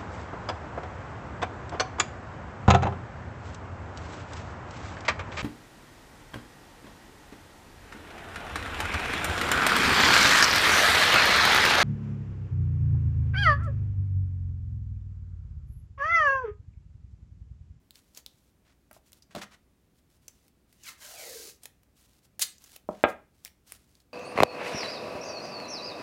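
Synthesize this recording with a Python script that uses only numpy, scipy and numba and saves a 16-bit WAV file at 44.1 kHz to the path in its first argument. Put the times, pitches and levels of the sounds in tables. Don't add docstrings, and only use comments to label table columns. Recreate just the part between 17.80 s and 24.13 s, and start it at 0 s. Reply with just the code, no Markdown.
import sys
import numpy as np
from scipy import signal
from scipy.io import wavfile
from scipy.ndimage import uniform_filter1d
from numba import njit

SR = 44100
rng = np.random.default_rng(int(sys.argv[2]) if len(sys.argv) > 2 else 0)


def persist_wave(psi):
    counts = np.round(np.clip(psi, -1, 1) * 32767).astype(np.int16)
    wavfile.write(sys.argv[1], SR, np.atleast_2d(counts).T)


N = 279153
TIME = np.arange(N) / SR
# (frequency [Hz], level [dB])
RUB_TONE = [(200, -10.5), (900, -3.5), (2000, -2.5), (3000, -1), (4200, 0), (5500, -0.5), (7000, -1),
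            (11000, -3), (16000, -7.5)]


def peel(squeal_db=-6.0, crackle_db=-3.5, speed_boost_db=1.5, squeal_fade_db_per_s=50):
    # (time [s], hold [s], relative crackle level [dB],
    # relative squeal level [dB], squeal pitch [Hz], pitch fall [octaves/s])
    pulls = [(3.075, 0.017, -42.5, -40, 2195, 8.2), (3.226, 0.13, -45.5, -47, 1630, 1.5),
             (3.385, 0.31, -44, -43.5, 2390, 2.97)]
    # (frequency [Hz], level [dB])
    glue_tone = [(200, -37), (450, -16), (900, -14), (1500, -15.5), (2400, -7), (3400, -7.5), (4300, 0.5),
                 (5200, 0), (6500, 1), (9000, -3.5), (12000, -4), (16000, -9)]
    # (multiple of its pitch, width [Hz], level [dB])
    squeal_notes = [(.68, 190, -2.5), (1.0, 220, 5), (1.3, 400, -1.5), (1.85, 300, -1)]
    attack_s, release_s = 0.053, 0.057
    threads = grains(per_s=7000, spread_db=2.5, clump_db=1.0)
    slips = grains(per_s=4400, spread_db=1.5, clump_db=2.0)
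    crackle_gain, squeals, pulling = 0, 0, 0
    for start, hold_s, db, ring_db, hz, fall in pulls:
        pull = stroke(start, hold_s, attack_s, release_s)
        age = np.clip(TIME - start, -attack_s, hold_s + release_s)
        pitch = hz * 2 ** (-fall * age)
        squeal = sum(from_db(note_db) * resonance(slips, multiple * pitch, width)
                     for multiple, width, note_db in squeal_notes)
        squeals += from_db(ring_db - squeal_fade_db_per_s * np.maximum(age, 0)) * pull * steady(squeal)
        crackle_gain = np.maximum(crackle_gain, from_db(db) * pull)
        pulling = np.maximum(pulling, pull)
    sweep_start, sweep_s = 3.34, 0.33
    angle = np.pi * np.clip((TIME - sweep_start) / sweep_s, 0, 1)
    progress, speed = (1 - np.cos(angle)) / 2, np.sin(angle)
    crackle_gain *= from_db(crackle_db + speed_boost_db * speed)
    rasp = crackle_gain * steady(colour(threads, glue_tone))
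    strip = groan(threads, progress, fastest_at=sweep_start + sweep_s / 2)
    return rasp + from_db(squeal_db) * squeals + pulling * strip


def groan(threads, progress, fastest_at, first_hz=640, length_ratio=1.54, peak_db=-51, swell_s=.3):
    hz = first_hz / (1 + (length_ratio - 1) * progress)
    width_hz = 140 * (55 / 140) ** progress
    swell_db = -20 * np.minimum(((TIME - fastest_at) / swell_s) ** 2, 10)
    ring = resonance(threads, hz, width_hz)
    return from_db(peak_db + swell_db) * steady(resonance(ring, hz, width=hz))


def tear(start=4.594, creep_s=0.027, run_s=0.0033, attack_s=.014, release_s=0.022):
    # (frequency [Hz], level [dB])
    fibre_tone = [(250, -30.5), (700, -22), (1200, -19), (2000, -10), (2600, -9), (3600, -6.5),
                  (6700, -4.5), (9000, -4.5), (12000, -9.5), (16000, -10.5)]
    # (frequency [Hz], width [Hz], level [dB])
    strip_notes = [(3730, 180, 1.5), (4160, 140, 3), (4660, 67, 5.5), (6710, 150, 1.5), (8290, 28, 7),
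                   (10960, 190, 7)]
    fibres = colour(grains(per_s=16000, spread_db=2.0, clump_db=1.5), fibre_tone)
    creep = from_db(-42) * stroke(start, creep_s, attack_s, release_s)
    run = from_db(-22) * stroke(start + creep_s, run_s, attack_s, release_s)
    burst = np.maximum(creep, run) * (TIME > start) * steady(fibres, span_s=0.0071)
    return burst + sum(from_db(db) * resonance(burst, hz, width) for hz, width, db in strip_notes)


def knocks(clack_db=-1, clack_fade_s=0.044, thud_hz=330, grip_db_per_cycle=0.5):
    # (time [s], level [dB], treble limit [Hz], low thud boost [dB])
    blows = [(1.111, -54, 1800, 2), (1.164, -57.5, 1090, -3), (1.493, -63, 176, 14),
             (1.5491, -39, 2200, 8.5), (1.56, -39.5, 1030, 2), (1.568, -38, 372, -3.5),
             (5.089, -28.5, 802, 3.5), (5.2389, -15.5, 2420, -4), (5.2485, -25, 2000, -4.5)]
    # (frequency [Hz], level [dB], time to fade 60 dB without the hand [s])
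    ringing_notes = [(66, -25, .1), (95, -26, .1), (150, -27, .07), (210, -8.5, .11), (285, -13, .07),
                     (358, -17, .17), (550, -15, .06), (632, 3.5, .055), (735, -8, .07), (812, -5, .07),
                     (933, -7, .06), (1106, -8, .06), (1250, -9, .06), (1354, -4.5, .06), (1425, -13, .06),
                     (1587, -9, .05), (1990, -7.5, .05), (2225, -15, .05), (2610, -18, .04),
                     (3090, -16, .04), (3450, -18, .04), (3800, -18, .035)]
    # (frequency [Hz], level [dB])
    clack_tone = [(80, -28), (150, -22.5), (300, -13.5), (450, -11.5), (700, -4), (1400, -6), (2300, -6.5),
                  (3800, -6), (5000, -22.5), (12000, -32.5)]
    out, t = np.zeros(N), TIME[:SR // 2]
    for start, db, treble_hz, thud_db in blows:
        ring = 0
        for hz, note_db, fade_s in ringing_notes:
            first_db = note_db + thud_db / (1 + (hz / thud_hz) ** 4)
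            fade_db = (60 / fade_s + grip_db_per_cycle * hz) * t
            ring += rng.choice([-1, 1]) * from_db(first_db - fade_db) * np.sin(2 * np.pi * hz * t)
        clack = noise(len(t), clack_tone) * from_db(clack_db - 60 * t / clack_fade_s)
        blow = band_pass(ring + clack, 50, treble_hz, order=3)
        add(out, start, from_db(db) * blow / np.std(blow[t < .016]))
    return out


def crinkles(rustle_db=-19, rustle_s=0.015, ring_sharpness=3.6):
    # (time [s], level [dB], decay time [s], ring pitch [Hz], ring boost [dB])
    snaps = [(0.108, -48, 0.00026, 3950, 14), (0.156, -51, 0.0016, 3750, 27), (0.3482, -52, .003, 5670, 13),
             (0.3736, -40.5, 0.0047, 5900, 6), (0.463, -39, 0.00034, 3900, 8.5),
             (1.1125, -53, 0.0017, 11200, -15), (1.130, -53.5, 0.0013, 11600, 15),
             (1.32, -55, 0.0013, 9000, -4), (1.3307, -49, 0.0023, 4280, 4),
             (1.423, -54.5, 0.0077, 5050, 42), (1.551, -42, .0013, 4100, 30), (1.561, -45, .0015, 3800, 32),
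             (2.481, -41, .0024, 6300, 16), (2.681, -60, 0.0019, 5000, 2), (2.927, -57.5, 0.004, 5000, -18),
             (3.035, -49, 0.0073, 6260, 22), (3.834, -45.5, 0.005, 8900, 4),
             (3.856, -37.5, 0.0025, 1810, -3), (4.0328, -61.5, 0.0016, 6000, -20),
             (4.5942, -31, .003, 14500, -8.5), (4.782, -55.5, .0022, 6400, 41),
             (4.840, -49, 0.005, 6200, 6), (4.962, -42, .003, 2880, 5), (5.6496, -36, 0.00086, 5830, 4),
             (5.658, -46.5, 0.0029, 2010, 21), (5.678, -51.5, .0005, 1990, 30),
             (5.9218, -37.5, 0.00062, 8900, 3), (6.153, -58, 0.00096, 4430, 33),
             (6.202, -61.5, 0.0039, 4200, 20)]
    # (frequency [Hz], level [dB])
    snap_tone = [(150, -9), (600, 1.5), (1200, -6.5), (2200, -2.5), (5000, -1), (10000, 0), (16000, 1)]
    out, t = np.zeros(N), TIME[:SR // 12]
    for start, db, decay_s, ring_hz, ring_db in snaps:
        burst = colour(rng.choice([-1, 1], len(t)) * np.exp(-t / decay_s), snap_tone)
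        snap = burst + from_db(ring_db) * resonance(burst, ring_hz, ring_hz / ring_sharpness)
        rustle = noise(len(t), RUB_TONE) * from_db(rustle_db) * np.exp(-t / rustle_s)
        add(out, start, from_db(db) * (snap / np.std(snap[t < .004]) + rustle))
    return out


def friction():
    # (time [s], hold [s], level [dB])
    rubs = [(0.151, .04, -62), (0.217, .13, -75.5), (0.364, .03, -58), (0.48, .22, -75), (1.14, .03, -63),
            (1.262, .03, -67), (1.347, .04, -68.5), (2.16, .035, -74), (2.303, 0.069, -73),
            (2.425, .26, -73), (2.899, .12, -72), (3.831, .035, -60.5), (4.171, .09, -65.5),
            (4.29, .1, -70), (4.436, .02, -67), (4.81, .13, -60.5), (4.95, .015, -56), (5.09, .2, -70),
            (5.296, .01, -52.5), (5.548, .09, -74.5), (5.655, .02, -57), (5.879, .08, -58),
            (5.991, .23, -72.5)]
    # (time [s], hold [s], level [dB])
    drags = [(0.854, 0.074, -69), (1.51, 0.019, -60.5), (1.555, 0.038, -46), (1.619, 0.014, -42),
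             (1.715, 0.034, -58.5), (5.11, .12, -64)]
    # (frequency [Hz], level [dB])
    drag_tone = [(150, -7), (700, 8.5), (1500, 11), (4000, 5), (6500, 1), (10000, -6), (16000, -17)]
    rub = rms_one(colour(grains(per_s=5800, spread_db=3.5, clump_db=1.5), RUB_TONE))
    drag = rms_one(colour(grains(per_s=5400, spread_db=2.5, clump_db=2.2), drag_tone))
    rub *= sum(from_db(db) * stroke(start, hold_s, 0.023, .025) for start, hold_s, db in rubs)
    drag *= sum(from_db(db) * stroke(start, hold_s, 0.01, 0.018) for start, hold_s, db in drags)
    return rub + drag


def room_echo(x, first_echo_s=0.0011):
    # (frequency [Hz], time to fade 60 dB [s])
    fade_times = [(150, .3), (630, .26), (2000, .31), (6000, .28), (15000, .21)]
    # (frequency [Hz], level [dB])
    echo_levels = [(90, -10), (200, -5), (400, -7.5), (630, -14.5), (900, -5), (2000, -9), (6000, -12.5),
                   (15000, -11.5)]
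    t, response = TIME[:SR // 2], 0
    edges = np.geomspace(70, 18000, 9)
    for low, high in zip(edges, edges[1:]):
        hz = np.sqrt(low * high)
        fade = from_db(-60 * t / at_hz(fade_times, hz)) * (t > first_echo_s)
        band = band_pass(rng.standard_normal(len(t)) * fade, low, high, order=2)
        band *= np.sqrt(2 * (high - low) / SR / np.sum(band ** 2))
        response += from_db(at_hz(echo_levels, hz)) * band
    return signal.fftconvolve(x, response)[:N]


def background(air_db=-67, hum_hz=60.7, hum_db=-72):
    # (frequency [Hz], level [dB])
    air_tone = [(12, -53.5), (20, -13), (65, -3), (193, -10), (255, -10), (367, -15), (446, -18.5),
                (527, -20), (780, -24), (849, -25.5), (1760, -30), (2320, -30.5), (3160, -33), (3950, -34),
                (16000, -38)]
    return from_db(air_db) * noise(N, air_tone) + from_db(hum_db) * np.sin(2 * np.pi * hum_hz * TIME)


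def grains(per_s, spread_db, clump_db, clump_s=0.0058):
    sizes = from_db(spread_db * np.minimum(rng.exponential(1, N), 4)) * rng.choice([-1, 1], N)
    clumps = rms_one(uniform_filter1d(rng.standard_normal(N), int(clump_s * SR)))
    return sizes * (rng.random(N) < per_s / SR) * from_db(clump_db * clumps)


def stroke(start, hold_s, attack_s, release_s):
    before = np.maximum(start - TIME, 0) / attack_s
    after = np.maximum(TIME - start - hold_s, 0) / release_s
    return from_db(-20 * (before + after).clip(0, 10))


def resonance(x, hz, width):
    return resonate(x, hz + np.zeros(len(x)), width + np.zeros(len(x)))


@njit
def resonate(x, hz, width):
    y = np.zeros(len(x))
    for i in range(2, len(x)):
        r = np.exp(-np.pi * width[i] / SR)
        push = (1 - r * r) / 2 * (x[i] - x[i - 2])
        y[i] = push + 2 * r * np.cos(2 * np.pi * hz[i] / SR) * y[i - 1] - r * r * y[i - 2]
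    return y


def colour(x, tone):
    hz = np.abs(np.fft.fftfreq(8192, 1 / SR))
    response = np.exp(signal.hilbert(np.log(from_db(at_hz(tone, hz)))).conj())
    return signal.fftconvolve(x, np.fft.ifft(response).real[:len(hz) // 2])[:len(x)]


def noise(samples, tone):
    return rms_one(colour(rng.standard_normal(samples), tone))


def band_pass(x, low_hz, high_hz, order):
    return signal.sosfilt(signal.butter(order, [low_hz, high_hz], "band", fs=SR, output="sos"), x)


def at_hz(table, hz):
    frequencies, values = np.array(table).T
    return np.interp(np.log(hz + 1e-9), np.log(frequencies), values)


def steady(x, span_s=0.047):
    return x / np.sqrt(uniform_filter1d(x ** 2, int(span_s * SR)).clip(1e-12))


def rms_one(x):
    return x / np.sqrt(np.mean(x ** 2) + 1e-20)


def from_db(db):
    return 10 ** (np.asarray(db) / 20)


def add(out, start_s, sound):
    start = int(start_s * SR)
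    out[start:start + len(sound)] += sound[:N - start]


def scene():
    # (sound, level sent to the echo [dB])
    sources = [(peel(), 3.0), (tear(), 1.5), (friction() + crinkles(), -1.0), (knocks(), 0.5)]
    direct = sum(sound for sound, _ in sources)
    echo = room_echo(sum(from_db(echo_db) * sound for sound, echo_db in sources))
    return (direct + echo + background())[None]


def record(dry, low_hz=25, high_hz=16200):
    thin = signal.sosfilt(signal.butter(1, low_hz, "high", fs=SR, output="sos"), dry)
    return signal.fftconvolve(thin, signal.firwin(201, high_hz, fs=SR)[None], mode="same")


dry = scene()
out = record(dry)
persist_wave(out)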